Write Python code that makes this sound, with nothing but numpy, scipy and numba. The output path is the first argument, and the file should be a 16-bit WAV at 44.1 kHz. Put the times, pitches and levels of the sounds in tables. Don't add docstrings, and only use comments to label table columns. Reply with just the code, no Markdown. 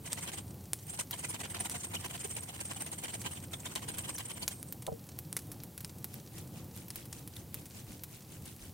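import sys
import numpy as np
from scipy import signal
from scipy.fft import rfft, irfft, next_fast_len
from scipy.io import wavfile
from scipy.ndimage import uniform_filter1d
from numba import njit

SR = 44100
rng = np.random.default_rng(int(sys.argv[2]) if len(sys.argv) > 2 else 0)


def write(x):
    x = np.atleast_2d(x).T
    wavfile.write(sys.argv[1], SR, np.round(np.clip(x, -1, 1) * 32767).astype(np.int16))


N = 384993
TIME = np.arange(N) / SR
BURR_HZ, TOP_HZ = 8530, 15850

# t/s, level/dB
RUMBLE_LEVEL = [(0.0, -49), (6.0, -49.5), (6.75, -47.5), (7.15, -50.5), (8.73, -51)]
# f/Hz, level/dB
RUMBLE_SPECTRUM = [(20, -29), (45, -21), (65, -12.5), (88, 0), (125, -1.5), (180, -4), (250, -11),
                   (315, -10), (400, -17.5), (520, -18.5), (640, -24.5), (760, -22), (1300, -34.5),
                   (4000, -65)]
HISS_SPECTRUM = [(300, 4.5), (1500, 1), (5000, 2), (8000, 3), (11000, 4.8), (12900, 5.8), (13900, 7.8),
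                 (16000, 5.5)]
# f/Hz, side against mid/dB
ROOM_SIDE = [(25, 3), (90, -24), (250, -19.5), (1000, -16.5), (2500, -33.5)]
MILL_SIDE = [(150, 2), (500, 0), (9500, 0), (11500, -1.5), (16000, -1)]
# middle t/s, crunch/dB, scrape/dB
MILL_STROKES = [(0.067, -47.0, -44.5), (0.122, -45.5, -41.5), (0.184, -44, -46.5), (0.237, -44, -40.5),
                (0.285, -42.5, -48), (0.338, -46.5, -45), (0.384, -48, -46), (0.828, -67, -56),
                (0.897, -50, -40), (0.946, -49.5, -44), (1.001, -45.5, -53), (1.137, -44, -46.5),
                (1.197, -47, -41), (1.247, -44, -44), (1.302, -49, -40), (1.35, -43.5, -56),
                (1.406, -45.5, -44.5), (1.45, -42.5, -51), (1.512, -48.5, -41.5), (1.558, -42.5, -48),
                (1.613, -46, -41), (1.659, -41.5, -40.5), (1.717, -48.5, -39), (1.757, -43.5, -44.5),
                (1.81, -50.5, -42.5), (1.849, -45.5, -41), (1.912, -54.5, -53), (1.953, -40.5, -48),
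                (2.009, -52, -47.5), (2.055, -41.5, -48), (2.108, -50, -46), (2.152, -42.5, -47),
                (2.208, -51, -43.5), (2.253, -44.5, -42), (2.316, -48.5, -40), (2.376, -47.5, -46),
                (2.433, -52.5, -46), (2.497, -47, -46.5), (2.554, -46.5, -46), (2.608, -45.5, -60),
                (2.661, -51, -42.5), (2.714, -44, -47), (2.771, -51, -46.5), (2.82, -46, -42.5),
                (2.872, -48, -46), (2.934, -46, -46), (2.992, -51, -46), (3.045, -43, -48.5),
                (3.097, -49, -47.5), (3.149, -44.5, -44.5), (3.21, -54, -47), (3.264, -40, -54),
                (3.323, -50, -47.5), (3.369, -47.5, -49), (3.44, -54, -51.5), (3.539, -48.5, -48),
                (3.603, -56.5, -52), (3.663, -43, -47), (3.716, -49.5, -49.5), (3.773, -45, -51),
                (3.834, -48, -46.5), (3.892, -44, -43), (3.946, -52.5, -47.5), (3.992, -46.0, -42),
                (4.05, -47.5, -49), (4.095, -42, -43), (4.152, -53.5, -44.5), (4.204, -43.5, -48.5),
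                (4.258, -55.5, -48), (4.307, -45, -43.5), (4.372, -50, -49.5), (4.429, -44.5, -42.5),
                (4.52, -48.5, -47.5)]
# start t/s, length/s, crunch/dB, scrape/dB
CORN_BREAKS = [(0.99, 0.022, -46.5, -36), (2.364, 0.0066, -45, -51), (2.603, 0.0096, -46, -35),
               (3.036, 0.0058, -57, -42), (3.081, 0.0042, -43, -66), (3.757, 0.0037, -38, -42)]
# middle t/s, f/Hz, level/dB
CORN_SQUEAKS = [(1.135, 3200, -35.5), (1.132, 3980, -40), (1.968, 3000, -36), (2.253, 412, -34.5),
                (3.541, 3600, -36), (3.668, 3530, -39), (4.164, 6150, -41), (4.43, 4500, -37.5)]
# f/Hz, level/dB
CRUNCH_SPECTRUM = [(120, -2.5), (640, -1), (950, 2), (1300, -3.5), (2200, -0.5), (2700, -2.5), (3450, -4),
                   (3900, -4.5), (5200, -9.5), (8000, -2.5), (16000, -16)]
SCRAPE_SPECTRUM = [(2500, -37), (5000, -8.5), (6500, -2.5), (8000, 3.5), (8600, 7), (9600, 5), (10500, -6),
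                   (11800, -15), (14000, -5), (16000, -20)]
# t/s, level/dB
BURR_FREEDOM = [(0.2, -1), (1.4, 2), (1.85, 1.5), (2.4, -1), (3.05, 3.5), (3.55, -1.5), (4.1, 1.5)]
# middle t/s, length/s, level/dB
EMPTY_TURNS = [(.5, 0.056, -63), (4.575, 0.06, -58.5), (4.685, 0.035, -56.5)]
# t/s, level/dB, snap f/Hz, sputter against snap/dB
CRACKLES = [(0.131, -23, 8400, -8), (0.7333, -21, 9340, -11.5), (1.11, -26.5, 13400, -1),
            (1.6976, -29.5, 9500, -6), (1.706, -40, 9500, -6), (3.216, -34.5, 8700, 2),
            (3.7535, -31, 8400, 2), (3.9848, -31, 11300, -5), (4.182, -29.5, 9800, 12),
            (4.4793, -23.5, 6460, -17), (4.4806, -24, 11700, 4), (4.629, -33.5, 10600, -13),
            (4.725, -29.5, 13900, -6), (4.822, -38.5, 9300, 13), (4.8666, -33.5, 9300, -1),
            (5.09, -42, 6900, 5), (5.189, -30.5, 12300, -6), (5.3282, -29.5, 9500, -12),
            (5.367, -23, 10400, -1), (5.389, -37, 9500, 11), (5.517, -34.5, 11400, 3),
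            (5.6357, -35.5, 13100, -3), (5.7785, -33.5, 10900, -3), (5.806, -36.5, 12300, 4),
            (5.847, -34, 8700, -1), (5.895, -43, 6050, 6), (6.044, -28.5, 12000, -5.5),
            (6.142, -36, 11500, -9), (6.3813, -38, 9700, 11), (6.764, -41, 11700, -2),
            (6.7742, -41, 11000, 6), (6.883, -39.5, 14000, -1), (6.904, -34, 10100, 0),
            (6.958, -31, 13200, 0), (7.055, -41.5, 11000, 6), (7.128, -34.5, 7900, 2),
            (7.2762, -37, 10800, -4), (7.364, -39.5, 11200, 7), (7.5436, -28.5, 13300, -5),
            (7.656, -41, 9400, 8), (7.666, -47, 8200, -1), (7.709, -48, 4840, 1), (8.036, -31.5, 13400, 2),
            (8.455, -41.5, 9700, 8)]
# f/Hz, level/dB, t60/s
CRACKLE_MODES = [(2370, -22.5, 0.018), (3700, -24, 0.012), (5700, -14.5, 0.0035)]
# t/s, f/Hz, level/dB, t60/s
BOWL_CLINKS = [(4.867, 3600, -29.5, 0.0063), (5.367, 2180, -36, 0.022), (5.847, 5260, -30, 0.0057),
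               (6.905, 5260, -31.5, 0.0059), (7.13, 5630, -34, 0.0046), (7.367, 3620, -35, 0.011)]
# t/s, level/dB, upper edge of the blow f/Hz
WORKTOP_KNOCKS = [(4.876, -40.5, 985), (4.882, -35.5, 855), (4.919, -31.5, 476)]
# f/Hz, level/dB, t60/s
WORKTOP_MODES = [(142, -2, 0.055), (459, -3.5, 0.12), (576, 14, 0.025), (750, 6.5, 0.072),
                 (970, 9.5, 0.028), (1260, 7, 0.048)]
# middle t/s, length/s, level/dB, f/Hz
LOW_BUMPS = [(5.267, 0.027, -42, 148.6), (6.78, 0.031, -43, 105.2), (7.902, 0.026, -49, 52),
             (8.635, 0.03, -51, 48.7)]
# middle t/s, level/dB
TOSSES = [(5.84, -83), (6.15, -59.5), (6.379, -56), (6.58, -59.5), (6.79, -57.5), (6.988, -54.5),
          (7.17, -58), (7.375, -58.5), (7.58, -58.5), (7.775, -56), (7.92, -57.5), (8.145, -57.5),
          (8.335, -59), (8.485, -56), (8.641, -57)]
# f/Hz, level/dB
LEAF_SPECTRUM = [(30, 12), (130, 3.5), (300, 9), (600, -4.5), (1500, -0.5), (3000, 3), (4500, -1),
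                 (7500, 2), (9700, 4.5), (11300, -4), (16000, -12)]


def undb(db):
    return 10 ** (np.asarray(db) / 20)


def unit(x):
    return x / np.sqrt(np.mean(x ** 2))


def colour(x, points, normal=True):
    size = next_fast_len(N + 4096)
    hz, db = np.transpose(points)
    bin_hz = np.arange(size // 2 + 1) * SR / size
    gain = undb(np.interp(np.log(bin_hz + 1), np.log(hz), db))
    return irfft(rfft(x, size) * (unit(gain) if normal else gain), size)[..., :N]


def spread(mid, side, width):
    side = colour(side, width, normal=False)
    return np.array([mid + side, mid - side])


def add(track, s, sound):
    start = max(int(s * SR), 0)
    track[..., start:start + sound.shape[-1]] += sound[..., :N - start]


def walk(rate):
    knots = rng.standard_normal(16384)
    return 1.2 * np.interp(TIME * rate, np.arange(len(knots)), knots)


def swells(rows):
    power = np.zeros(N)
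    for s, length, db in rows:
        near = slice(max(int((s - 2 * length) * SR), 0), int((s + 2 * length) * SR))
        power[near] += undb(db) ** 2 * np.exp(-np.pi * ((TIME[near] - s) / length) ** 2)
    return np.sqrt(power)


def bursts(rows, attack_s=0.0011, release_s=0.0027):
    out, t = np.zeros(N), TIME[:4096]
    for s, length, db in rows:
        release = np.exp(-np.maximum(t - length, 0) / release_s)
        add(out, s, undb(db) * np.minimum(t / attack_s, 1) * release)
    return out


@njit
def ping(at, hz, size, cycles):
    out = np.zeros(N)
    for k in range(len(at)):
        length = int(cycles * SR / hz[k]) + 2
        phasor = size[k] + 0j
        step = np.exp(2j * np.pi * hz[k] / SR - np.log(100.) / length)
        for i in range(at[k], min(at[k] + length, N)):
            phasor *= step
            out[i] += phasor.imag
    return out


def cracks(rate, scatter_db, cycles, low_hz=60):
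    when, pitch, luck, sign = rng.random((int(rate * N / SR), 4)).T
    hz = low_hz + 16000 * pitch ** 2
    size = undb(-scatter_db * np.log(luck + .01)) * hz ** .75 * np.sign(sign - .5)
    return unit(ping((when * N).astype(np.int64), hz, size, float(cycles)))


def smear(x, t60):
    t = TIME[:SR // 3]
    tail = rng.standard_normal(len(t)) * 1000 ** (-t / t60)
    return signal.oaconvolve(x, tail / np.linalg.norm(tail))[:N]


def ring(hz, t60, count=8192):
    t = TIME[:count]
    return np.sin(2 * np.pi * hz * t) * 1000 ** (-t / t60)


def resonate(drive, hz, t60):
    mode = ring(hz, t60)
    return signal.oaconvolve(drive, mode / np.linalg.norm(mode))[:N]


def room_tone(hiss_db=-57.5, flutter_db=1.52):
    level = undb(np.interp(TIME, *np.transpose(RUMBLE_LEVEL)) + flutter_db * walk(rate=12))
    rumble = level * colour(rng.standard_normal((2, N)), RUMBLE_SPECTRUM)
    hiss = undb(hiss_db) * colour(rng.standard_normal((2, N)), HISS_SPECTRUM)
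    mid, side = rumble + hiss
    return spread(mid, side, ROOM_SIDE)


def corn_crunch(crush, jerks, load, splinter_db=-8.5):
    shells = cracks(rate=3400, scatter_db=2.0, cycles=40, low_hz=200) * crush * jerks
    splinters = cracks(rate=90, scatter_db=2.5, cycles=6, low_hz=900) * load
    return colour(shells + undb(splinter_db) * splinters, CRUNCH_SPECTRUM)


def barrel_ring(crush, wander_db=3.6):
    drive = rng.standard_normal(N) * crush * unit(undb(wander_db * walk(rate=18)))
    return resonate(drive, hz=3090, t60=0.008)


def burr_scrape(grit, lean_db=1.8):
    scrape = colour(grit, SCRAPE_SPECTRUM)
    below = signal.sosfiltfilt(signal.butter(6, BURR_HZ, fs=SR, output="sos"), scrape)
    tilt = undb(lean_db * walk(rate=25))
    return below * tilt + (scrape - below) / tilt


def corn_squeaks(length_s=0.0072, wobble=0.05):
    out = np.zeros(N)
    for s, hz, db in CORN_SQUEAKS:
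        pitch = hz * (1 + wobble * walk(rate=1100))
        out += swells([(s, length_s, db)]) * np.sin(2 * np.pi * np.cumsum(pitch) / SR)
    return out


def pepper_mill(crush_s=0.018, scrape_s=0.015, crumbs_db=-18, grip_db=1.8, jerk_db=2.2,
                crunch_db=-2, barrel_db=-9.5, scrape_db=-2.5, burr_db=-5, squeak_db=-3,
                room_db=-14, pan_db=0.48):
    crush = swells([(s, crush_s, db) for s, db, _ in MILL_STROKES])
    crush += bursts([(s, length, db) for s, length, db, _ in CORN_BREAKS])
    load = uniform_filter1d(crush, size=3000)
    crush += undb(crumbs_db) * load
    sliding = swells([(s, scrape_s, db) for s, _, db in MILL_STROKES])
    scraping = sliding + bursts([(s, length, db) for s, length, _, db in CORN_BREAKS])
    rubbing = np.sqrt(np.abs(uniform_filter1d(sliding ** 2 + crush ** 2 / 10, size=3000)))
    freedom = unit(undb(np.interp(TIME, *np.transpose(BURR_FREEDOM)) + grip_db * walk(rate=9)))
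    singing = undb(burr_db) * rubbing * freedom + swells(EMPTY_TURNS)
    jerks = unit(undb(jerk_db * walk(rate=170)))
    paths = []
    for _ in range(2):
        crunch = undb(crunch_db) * corn_crunch(crush, jerks, load)
        barrel = undb(barrel_db) * barrel_ring(crush)
        grit, friction = (cracks(rate=6000, scatter_db=4.0, cycles=250, low_hz=2037) * jerks
                          for _ in range(2))
        burr = resonate(friction * singing, BURR_HZ, t60=0.018)
        squeaks = undb(squeak_db) * corn_squeaks()
        scrape = undb(scrape_db) * burr_scrape(grit * scraping)
        direct = crunch + barrel + scrape + burr + squeaks
        paths.append(direct + undb(room_db) * smear(direct, t60=0.13))
    return spread(*paths, MILL_SIDE) * undb([[-pan_db], [pan_db]])


def crackle(hz, sputter_db, usual_hz=10300, click_db=-12, detune=0.12, count=2048):
    t = TIME[:count]
    snap = unit(ring(min(hz, TOP_HZ), t60=0.0009, count=count) * np.sqrt(t))
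    click = undb(click_db) * unit(ring(2200, t60=0.000083, count=count))
    drive = rng.standard_normal(count) * 1000 ** (-t / 0.039) * (1 - np.exp(-t / 0.001))
    brief_snap = ring(np.sqrt(hz * usual_hz), t60=0.00035, count=count)
    sputter = undb(sputter_db) * unit(signal.fftconvolve(drive, brief_snap)[:count])
    hollow = sum(undb(db) * unit(ring(mode_hz * (1 + detune * rng.standard_normal()), t60, count))
                 for mode_hz, db, t60 in CRACKLE_MODES)
    octaves_up = np.log2(max(hz / usual_hz, 1))
    hollow_db = min(sputter_db, 0) / 2 - 18 * octaves_up
    return unit(unit(snap + click) + sputter) + undb(hollow_db) * hollow


def crackling(gain_db=1, decay_db=-17, patter_db=-69):
    pops = np.zeros(N)
    for s, db, hz, sputter_db in CRACKLES:
        pop = crackle(hz, sputter_db)
        length_ms = 1000 * len(pop) / SR
        add(pops, s, undb(db + gain_db) * pop / np.sqrt(length_ms))
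    patter = cracks(rate=20, scatter_db=2.4, cycles=3, low_hz=5000)
    patter += smear(patter, t60=0.037)
    return pops + undb(decay_db) * smear(pops, t60=0.5) + undb(patter_db) * patter


def bowl_clinks():
    out = np.zeros(N)
    for s, hz, db, t60 in BOWL_CLINKS:
        add(out, s, undb(db) * ring(hz, t60))
    return out


def worktop_knocks(gain_db=3, room_db=-2, attack_s=0.0029):
    mid = np.zeros(N)
    for s, db, edge_hz in WORKTOP_KNOCKS:
        blow = sum(undb(mode_db) / (1 + (hz / edge_hz) ** 6) * ring(hz, t60)
                   for hz, mode_db, t60 in WORKTOP_MODES)
        attack = 1 - np.exp(-TIME[:len(blow)] / attack_s)
        add(mid, s, undb(db + gain_db) * blow * attack)
    side = undb(room_db) * smear(mid, t60=0.084)
    return np.array([mid + side, mid - side])


def low_bumps():
    return sum(swells([(s, length, db)]) * np.sin(2 * np.pi * hz * TIME)
               for s, length, db, hz in LOW_BUMPS)


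def tossed_leaves(stroke_s=0.063, rustle_db=0.8, side_db=-1, stems_db=-15):
    motion = swells([(s, stroke_s, db) for s, db in TOSSES])
    mid, side = (colour(cracks(rate=2800, scatter_db=3.0, cycles=12) * motion, LEAF_SPECTRUM)
                 for _ in range(2))
    rustle = mid + undb(side_db) * np.array([side, -side])
    stems = cracks(rate=70, scatter_db=2, cycles=3, low_hz=2200)
    stems = (stems + smear(stems, t60=0.027)) * uniform_filter1d(motion, size=8000)
    return undb(rustle_db) * rustle + undb(stems_db) * stems


def scene():
    return (room_tone() + pepper_mill() + crackling() + bowl_clinks()
            + worktop_knocks() + low_bumps() + tossed_leaves())


def record(dry):
    return signal.sosfilt(signal.ellip(10, .2, 70, TOP_HZ, fs=SR, output="sos"), dry)


dry = scene()
out = record(dry)
write(out)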